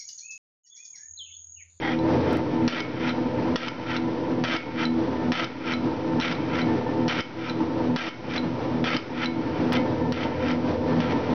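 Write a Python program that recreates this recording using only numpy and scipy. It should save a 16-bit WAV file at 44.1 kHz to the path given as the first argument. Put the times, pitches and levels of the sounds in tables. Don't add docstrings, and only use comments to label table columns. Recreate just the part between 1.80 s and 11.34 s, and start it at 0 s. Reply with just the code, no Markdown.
import sys
import numpy as np
from scipy import signal
from scipy.fft import rfft, irfft, next_fast_len
from scipy.io import wavfile
from scipy.ndimage import uniform_filter1d

SR = 44100
rng = np.random.default_rng(int(sys.argv[2]) if len(sys.argv) > 2 else 0)


def master(y):
    cut = np.clip(np.atleast_2d(y).T, -1, 1)
    pcm = np.round(cut * 32767)
    wavfile.write(sys.argv[1], SR, pcm.astype(np.int16))


def magnitude_from_level(level_db):
    exponent = np.asarray(level_db, float) / 20
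    return 10 ** exponent


N = 420713
STROKE_S, CUT_S = .8805, .126


def drive():
    whine, turn = gear_whine()
    hum = shaft_hum()
    knocks = tooth_knocks(turn)
    rumble = bearing_rumble()
    return drone_level() * (whine + hum + knocks + rumble)


# multiple, level_db
MESH_ORDERS = [(1, -31), (2, -7.5), (3, 1.5), (4, -6), (9, -19), (11, -16)]


def gear_whine():
    mesh_hz = 81.75 * (1 + .008 * drift(3))
    whine, turn = orders(MESH_ORDERS, mesh_hz, flicker_db=2.5, fourth_db=crank(axis=4))
    return magnitude_from_level(crank(axis=2)) * whine, turn


# multiple, level_db
SHAFT_ORDERS = [(7, -19.5), (8, -24.5), (10, -14), (24, -17.5), (26, -15), (32, -17.5), (35, -19),
                (38, -22), (39, -18), (41, -13.5), (42, -22), (48, -35.5), (49, -22.5)]
SHOT_HUM_DB = [4, 0.5, 4]


def shaft_hum():
    hum = orders(SHAFT_ORDERS, np.full(N, 12.5), flicker_db=3.5)[0]
    viewpoint_db = np.array(SHOT_HUM_DB)[shot(clock())]
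    return magnitude_from_level(crank(axis=3) + viewpoint_db + 9.0) * hum


FRAME_HZ = [128, 252, 318, 400, 490, 612, 736, 897, 996, 1300, 1779]
# width_hz, level_db
FRAME = [(24, -12.5), (33.4, 4), (33.3, 1.5), (22, -13.5), (49, -3), (28.4, -14), (22, -17.5), (26.1, -1),
         (22, -4.5), (30, -17.5), (13.8, -11)]


def tooth_knocks(turn):
    teeth = np.diff(np.floor(turn / (2 * np.pi)), prepend=0)
    teeth = teeth * magnitude_from_level(4.0 * rng.standard_normal(N))
    rattle = 0.18 * grains(400, spread_db=6.5)
    return magnitude_from_level(-4.5) * resonances(teeth + rattle, FRAME_HZ, FRAME)


# pitch_hz, level_db per Hz
RUMBLE = [(18, -60.5), (30, -31.5), (114, -12.5), (194, -15), (247, -10.5), (328, -8.5), (359, -15.5),
          (498, -17.5), (649, -20), (902, -23.5), (1120, -26.5), (1340, -29.5), (5700, -47), (7410, -77),
          (12500, -120)]


def bearing_rumble():
    noise = colour(rng.standard_normal(N), RUMBLE)
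    return magnitude_from_level(-4.5) * noise * magnitude_from_level(2.43 * drift(4.2))


def drone_level():
    return magnitude_from_level(slowly(axis=1) + crank(axis=1) + gain_db())


# start_s, drone_db, ram_sliding_db
DRONE = [(0, -24, 3.2), (.3, -21.5, 4.7), (.56, -25, -2.5), (.62, -27, -2.5), (0.861, -25, 7),
         (1.4, -25, 2.7), (2.3, -26.5, 0.5), (3.2, -25, -2.5), (4.1, -26.5, 0), (4.9, -23.5, 1.5),
         (5.8, -25, -3), (6.7, -24.5, 0.5), (7.6, -26.5, 1.5), (7.9, -24, 5.5), (8.0, -24, -7.5),
         (8.6, -25, 1), (9.1, -24.5, -4), (9.54, -19.5, 0.5)]


def slowly(axis):
    table = np.array(DRONE)
    return np.interp(clock(), table[:, 0], table[:, axis])


# after_bite_s, drone_db, gear_load_db, shaft_hum_db, fourth_gear_tone_db (relative)
CRANK = [
    (0, -3.5, 1, -4, -3),
    (.12, 3.5, -8, -14, 5.7),
    (.22, 0.5, -26, -13, 8.5),
    (.32, 0.5, -6.5, -8, 6.5),
    (.42, -0.5, -0.5, -12.5, -1.2),
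    (.54, 1.5, -5.5, -14, 8),
    (.66, 0, -18.5, -8, -0.5),
    (.78, 1.5, -5.5, -10.5, 6),
    (.88, -0.5, 2.5, -8.5, -6),
]


def crank(axis):
    table, bite_s = np.array(CRANK), np.array(SHOTS)[shot(clock()), 1]
    phase = (clock() - bite_s) % STROKE_S
    return np.interp(phase, table[:, 0], table[:, axis])


# start_s, bite_before_s
SHOTS = [
    (0, -.28),
    (.572, -.002),
    (7.972, 7.4425),
]


def shot(t):
    return np.searchsorted(np.array(SHOTS)[:, 0], t, side="right") - 1


# bite_s, bite_db, exit_db
DUCKS = [(0, 8, -0.3), (0.8774, 15.5, 1.5), (1.7576, 16, 2), (2.6396, 8.5, 8.5), (3.522, 12, 6.5),
         (4.398, 9, 2.5), (5.2796, 9, 17), (6.16, 16, 13.5), (7.0419, 6, 10), (8.3228, 7, -2),
         (9.2055, 5.5, 2.8)]


def gain_db():
    duck_s, recover_s = 0.0099, 0.21
    bite_s, bite_db, exit_db = np.transpose(DUCKS)
    drops = np.full(N, 1e-18)
    drops[(bite_s * SR).astype(int)] = -bite_db
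    drops[((bite_s + CUT_S) * SR).astype(int)] = -exit_db
    back = signal.lfilter([1], [1, -np.exp(-1 / (recover_s * SR))], drops)
    width = int(duck_s * SR)
    return uniform_filter1d(back, width, origin=(width - 1) // 2)


# pitch_hz, level_db per Hz
CHIP = [(290, -55.5), (500, -6), (1140, -15), (1330, -6), (1660, -10), (2020, -11), (3130, -12),
        (4030, -17.5), (5700, -24), (7410, -52), (12500, -120)]
# pitch_hz, level_db per Hz
SLIDE = [(530, -46.5), (900, -0.5), (1190, -18), (1360, 4), (1610, -9), (2290, -6.5), (4030, -20),
         (5700, -27), (7410, -53), (12500, -120)]


def tool():
    push, ring = push_and_ring()
    tearing = scrape(3200, CHIP, broad_db=3.0)
    cut = push * magnitude_from_level(2.0) * tearing
    drags, slide = rub()
    rubbing = magnitude_from_level(-5.5) * scrape(5000, SLIDE, broad_db=3.0)
    drag = (ring + drags + slide) * rubbing + drags * magnitude_from_level(-8) * tearing
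    friction = cut + drag + work_ringing(cut + .6 * drag) + skid()
    return friction + bites() + snaps() + tinks() + catches() + sings()


# bite_s, level_db, growth_db (through the cut)
CUTS = [(0.8764, -36, 4), (1.7605, -42, 8.5), (2.6383, -31, 2.5), (3.5213, -29.5, -4),
        (4.4007, -29.5, -1.5), (5.279, -29, -2.7), (6.16, -35, 2.8), (7.0428, -29, -2.5),
        (7.9214, -28.5, 0.5), (8.3235, -40.5, 4.5), (9.2032, -36.5, -1)]


def push_and_ring():
    t, push, ring = clock(), np.zeros(N), np.zeros(N)
    for bite_s, db, growth_db in CUTS:
        since, heard = t - bite_s, shot(t) == shot(bite_s)
        edges = np.clip(np.minimum(since - .003, CUT_S + .004 - since) / .004, 0, 1)
        push += heard * edges * magnitude_from_level(db + growth_db * np.clip(since / CUT_S, 0, 1))
        decay_db = -4 - 94.5 * np.abs(since - CUT_S)
        ring += heard * (since > CUT_S) * magnitude_from_level(db + growth_db + decay_db)
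    return push, ring


# drop_s, level_db, length_s
DRAGS = [(0.134, -30.5, 0.14), (0.57, -34.5, .13), (1.299, -26, 0.08), (2.16, -26.5, 0.078),
         (3.042, -25, 0.059), (3.927, -24, 0.062), (4.81, -25, 0.078), (5.703, -30, 0.092),
         (6.576, -27.5, 0.067), (7.451, -26.5, 0.058), (8.715, -28, 0.09), (9.479, -42, .06)]


def rub():
    touch_db_per_s, drop_db_per_s, growth_db = 256.5, 601, 7
    t, drags = clock(), 0
    for drop_s, db, length in DRAGS:
        onset = np.maximum(touch_db_per_s * (drop_s - length - t), 0)
        release = np.maximum(drop_db_per_s * (t - drop_s), 0)
        growth = growth_db * np.clip((drop_s - .015 - t) / length, 0, 1)
        drags = drags + (shot(t) == shot(drop_s)) * magnitude_from_level(db - onset - release - growth)
    slide_db = -42 + slowly(axis=2) + 1.1 * gain_db() + 0.95 * drift(7.3)
    return drags, magnitude_from_level(slide_db)


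BAR_HZ = [1293, 1362, 1590, 1922, 2049, 2206, 2350, 2575, 3060, 3133, 3380, 3730, 4350, 4950, 5200, 5720]
# width_hz, level_db
BAR = [(18, -12.5), (24.9, 13.5), (16.1, 8), (30, 11.5), (29.8, 3.5), (14, -8), (60, 4), (35, -18),
       (52.3, -0.5), (30, -9), (49, -30.5), (50, -7), (150, -18), (45, -30.5), (94, -12.5), (80, -23.5)]


def scrape(per_s, broad, broad_db):
    slips = grains(per_s, spread_db=3.5)
    mixture = resonances(slips, BAR_HZ, BAR) + magnitude_from_level(broad_db) * colour(slips, broad)
    return rms_one(mixture) * magnitude_from_level(1.5 * drift(35))


# pitch_hz, width_hz, level_db
RINGS = [(1362, 14, -3), (2206, 9, -3), (3070, 25, -11), (2049, 14, -5), (1293, 12, -4)]


def work_ringing(force):
    modes = np.transpose(RINGS)
    excitation = force * rng.choice([-1, 1], N)
    return magnitude_from_level(-40.5 + .35 * gain_db()) * resonances(excitation, modes[0], modes[1:].T)


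# start_s, level_db
SKID = [
    (0.015, -40),
    (0.03, -28.5),
    (0.086, -27.5),
    (0.131, -36),
    (0.141, -45),
]
SKID_HZ = [790, 1960, 2170, 3220]
# width_hz, level_db
SKID_PEAKS = [(80, 1), (150, -1.5), (25, -1), (200, -10)]


def skid():
    level_db = np.interp(clock(), *np.transpose(SKID), left=-90, right=-90)
    return magnitude_from_level(level_db) * resonances(grains(5000, spread_db=5.0), SKID_HZ, SKID_PEAKS)


# start_s, peak_db
BITES = [(.8784, -15), (1.7586, -15), (2.6389, -17), (3.5199, -15), (4.3999, -17), (5.2809, -18),
         (6.1619, -18), (7.0419, -15), (7.9226, -17), (8.3228, -21), (9.2035, -22)]
# pitch_hz, level_db, t60_s
BITE_MODES = [(1050, -9, .012), (1370, -9, .03), (1850, -3, .01), (3050, -4, .006), (3400, -16, .04),
              (4500, -12, .005), (5600, -14, .004)]


def bites():
    return blows(BITES, BITE_MODES, crack_db=2.5, crack_s=.0012, bounce_db=-6.5)


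# start_s, peak_db
SNAPS = [(1.0041, -20), (1.8828, -20), (2.7656, -22), (3.6436, -22), (4.5256, -27), (5.4061, -20),
         (6.2873, -27), (7.1665, -17), (8.6833, -27.5), (8.7126, -26.5), (8.7304, -36), (9.4434, -41)]
# pitch_hz, level_db, t60_s
SNAP_MODES = [(1362, -14, .06), (2206, -28, .3), (3080, -8, .03), (5050, -12, .02)]


def snaps():
    return blows(SNAPS, SNAP_MODES, crack_db=1, crack_s=.002, bounce_db=-8)


# start_s, peak_db
TINKS = [(0.19, -38), (1.293, -31.5), (2.1735, -33), (3.0535, -24.5), (3.937, -26), (4.4118, -27),
         (4.5511, -39.5), (4.816, -29.5), (5.697, -29), (6.5792, -28.5), (7.4584, -25)]
# pitch_hz, level_db, t60_s
TINK_MODES = [(3994, 1, .05), (4060, -8, .02), (4005, -23, .22), (5450, -8, .01)]


def tinks():
    return blows(TINKS, TINK_MODES, crack_db=1, crack_s=0.002, bounce_db=-27.5)


# start_s, peak_db
CATCHES = [(1.275, -29), (2.105, -37), (2.165, -21), (3.035, -29), (3.925, -28), (4.755, -29), (4.785, -30),
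           (5.69, -35), (6.537, -31), (6.562, -24), (7.445, -33), (8.435, -38)]


def catches():
    return blows(CATCHES, BITE_MODES, crack_db=4, crack_s=0.0022, bounce_db=-6)


# start_s, peak_db
SINGS = [(1.0, -41), (1.88, -39), (2.72, -40), (2.762, -34), (3.64, -42), (4.52, -43), (5.4, -43),
         (6.285, -40), (7.16, -48), (3.05, -41), (4.82, -39), (7.45, -43)]
# pitch_hz, level_db, t60_s
SING_MODES = [(2206, 0, .4), (2222, -8, .2)]


def sings():
    return blows(SINGS, SING_MODES, crack_db=-30, crack_s=.002, bounce_db=-25)


def blows(events, modes, crack_db, crack_s, bounce_db):
    start_s, db = np.transpose(events)
    at = (start_s * SR).astype(int)
    scatter_db, out = rng.normal(0, 2, (len(at), len(modes))), np.zeros(N)
    clicks = np.full(N, 1e-18)
    for k, (hz, mode_db, t60) in enumerate(modes):
        clicks[at] = magnitude_from_level(db + mode_db + scatter_db[:, k])
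        r, w = magnitude_from_level(-60 / (t60 * SR)), 2 * np.pi * hz / SR
        out += signal.lfilter([0, np.sin(w)], [1, -2 * r * np.cos(w), r * r], clicks)
    clicks[at] = magnitude_from_level(db + crack_db)
    envelope = signal.lfilter([1], [1, -np.exp(-1 / (crack_s * SR))], clicks)
    spit = rng.standard_normal(N) * envelope
    band = signal.butter(1, [800, 6000], "band", fs=SR, output="sos")
    out += signal.sosfilt(band, spit + 6 * clicks)
    return out + magnitude_from_level(bounce_db) * np.roll(out, int(.0042 * SR))


def workshop(x, t60, wet_db):
    t = np.arange(int(.3 * SR)) / SR
    tail = rng.standard_normal(len(t)) * magnitude_from_level(-60 * t / t60) * (t > .006)
    tail = tail / np.sqrt(np.sum(tail ** 2))
    return x + magnitude_from_level(wet_db) * signal.fftconvolve(x, tail)[:N]


def air_hiss():
    band = signal.butter(1, [1500, 5000], "band", fs=SR, output="sos")
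    return magnitude_from_level(-45.0) * signal.sosfilt(band, rng.standard_normal(N))


def orders(table, hz, flicker_db, fourth_db=0):
    turn = 2 * np.pi * np.cumsum(hz) / SR
    out = 0
    for k, db in table:
        level_db = db + (k == 4) * fourth_db + flicker_db * drift(8.9)
        out = out + np.sqrt(2) * magnitude_from_level(level_db) * np.sin(k * turn + rng.uniform(0, 7.25))
    return out, turn


def resonances(x, pitches_hz, peaks):
    out = 0
    for k, (hz, (width, db)) in enumerate(zip(pitches_hz, peaks)):
        r, w = np.exp(-np.pi * width / SR), 2 * np.pi * hz / SR
        mode = signal.lfilter([1 - r, 0, r - 1], [1, -2 * r * np.cos(w), r * r], x)
        out = out + (-1) ** k * magnitude_from_level(db) * mode
    return rms_one(out)


def grains(per_s, spread_db):
    sizes = magnitude_from_level(spread_db * np.minimum(rng.exponential(1, N), 4)) * rng.choice([-1, 1], N)
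    return sizes * (rng.random(N) < per_s / SR) + 1e-18


def colour(x, spectrum):
    hz, db = np.transpose(spectrum)
    size = next_fast_len(N)
    bin_hz = np.arange(size // 2 + 1) * SR / size
    level_db = np.interp(np.log(np.clip(bin_hz, 1, 5700)), np.log(hz), db)
    shaped = irfft(rfft(x, size) * magnitude_from_level(level_db), size)[:N]
    return rms_one(signal.sosfilt(signal.butter(4, 7500, fs=SR, output="sos"), shaped))


def drift(rate):
    r = np.exp(-80 * np.pi * rate / SR)
    slow = signal.lfilter([1], [1, -2 * r, r * r], rng.standard_normal(N // 40 + 2002))[2000:]
    return np.interp(np.arange(N) / 40, np.arange(len(slow)), rms_one(slow))


def rms_one(x):
    return x / np.sqrt(np.mean(x ** 2) + 1e-20)


def clock():
    return np.arange(N) / SR


# pitch_hz, share_lost (of 1)
SIDE_DIPS = [(326, .5), (122, .4), (400, .4)]


def scene():
    drone, side = drive(), np.arange(N) > 7.95 * SR
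    lost = 0
    for hz, share in SIDE_DIPS:
        lost = lost + share * signal.lfilter(*signal.iirpeak(hz, 12, fs=SR), drone)
    return (drone - side * lost + workshop(tool(), t60=0.25, wet_db=-11.0) + air_hiss())[None]


# start_s, step_db
EDITS = [(.5103, -62), (.521, -60), (.5265, -52), (.5316, -33), (.537, -60), (.5425, -60), (.5478, -56),
         (.5717, -36), (7.9155, -56), (7.9317, -27), (7.9355, -48), (7.9717, -43), (8.3265, -42)]


def scene_change_steps():
    start_s, step_db = np.transpose(EDITS)
    steps = np.zeros(N)
    steps[(start_s * SR).astype(int)] = magnitude_from_level(step_db + 4)
    return 0.95 * (steps + np.roll(steps, 1))


def low_pass(x):
    return signal.sosfilt(signal.butter(12, 15800, fs=SR, output="sos"), x)


def record(dry):
    x = signal.sosfilt(signal.butter(4, 76, "high", fs=SR, output="sos"), dry)
    lowpass = signal.cheby2(12, 70, 7293, fs=SR, output="sos")
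    x = signal.sosfilt(lowpass, 0.31 * np.tanh(x / 0.37))
    band = signal.butter(2, [15, 60], "band", fs=SR, output="sos")
    wander = rms_one(signal.sosfilt(band, rng.standard_normal(N)))
    bias = -.004 - drone_level() * (0.034 + magnitude_from_level(-34.5) * wander)
    close = np.clip((N - np.arange(N)) / (.004 * SR), 0, 1)
    x = (x + scene_change_steps() + bias) * np.sin(close * np.pi / 2) ** 2
    mix = x + magnitude_from_level(-98) * rng.standard_normal(N)
    return low_pass(mix)


dry = scene()
out = record(dry)
master(out)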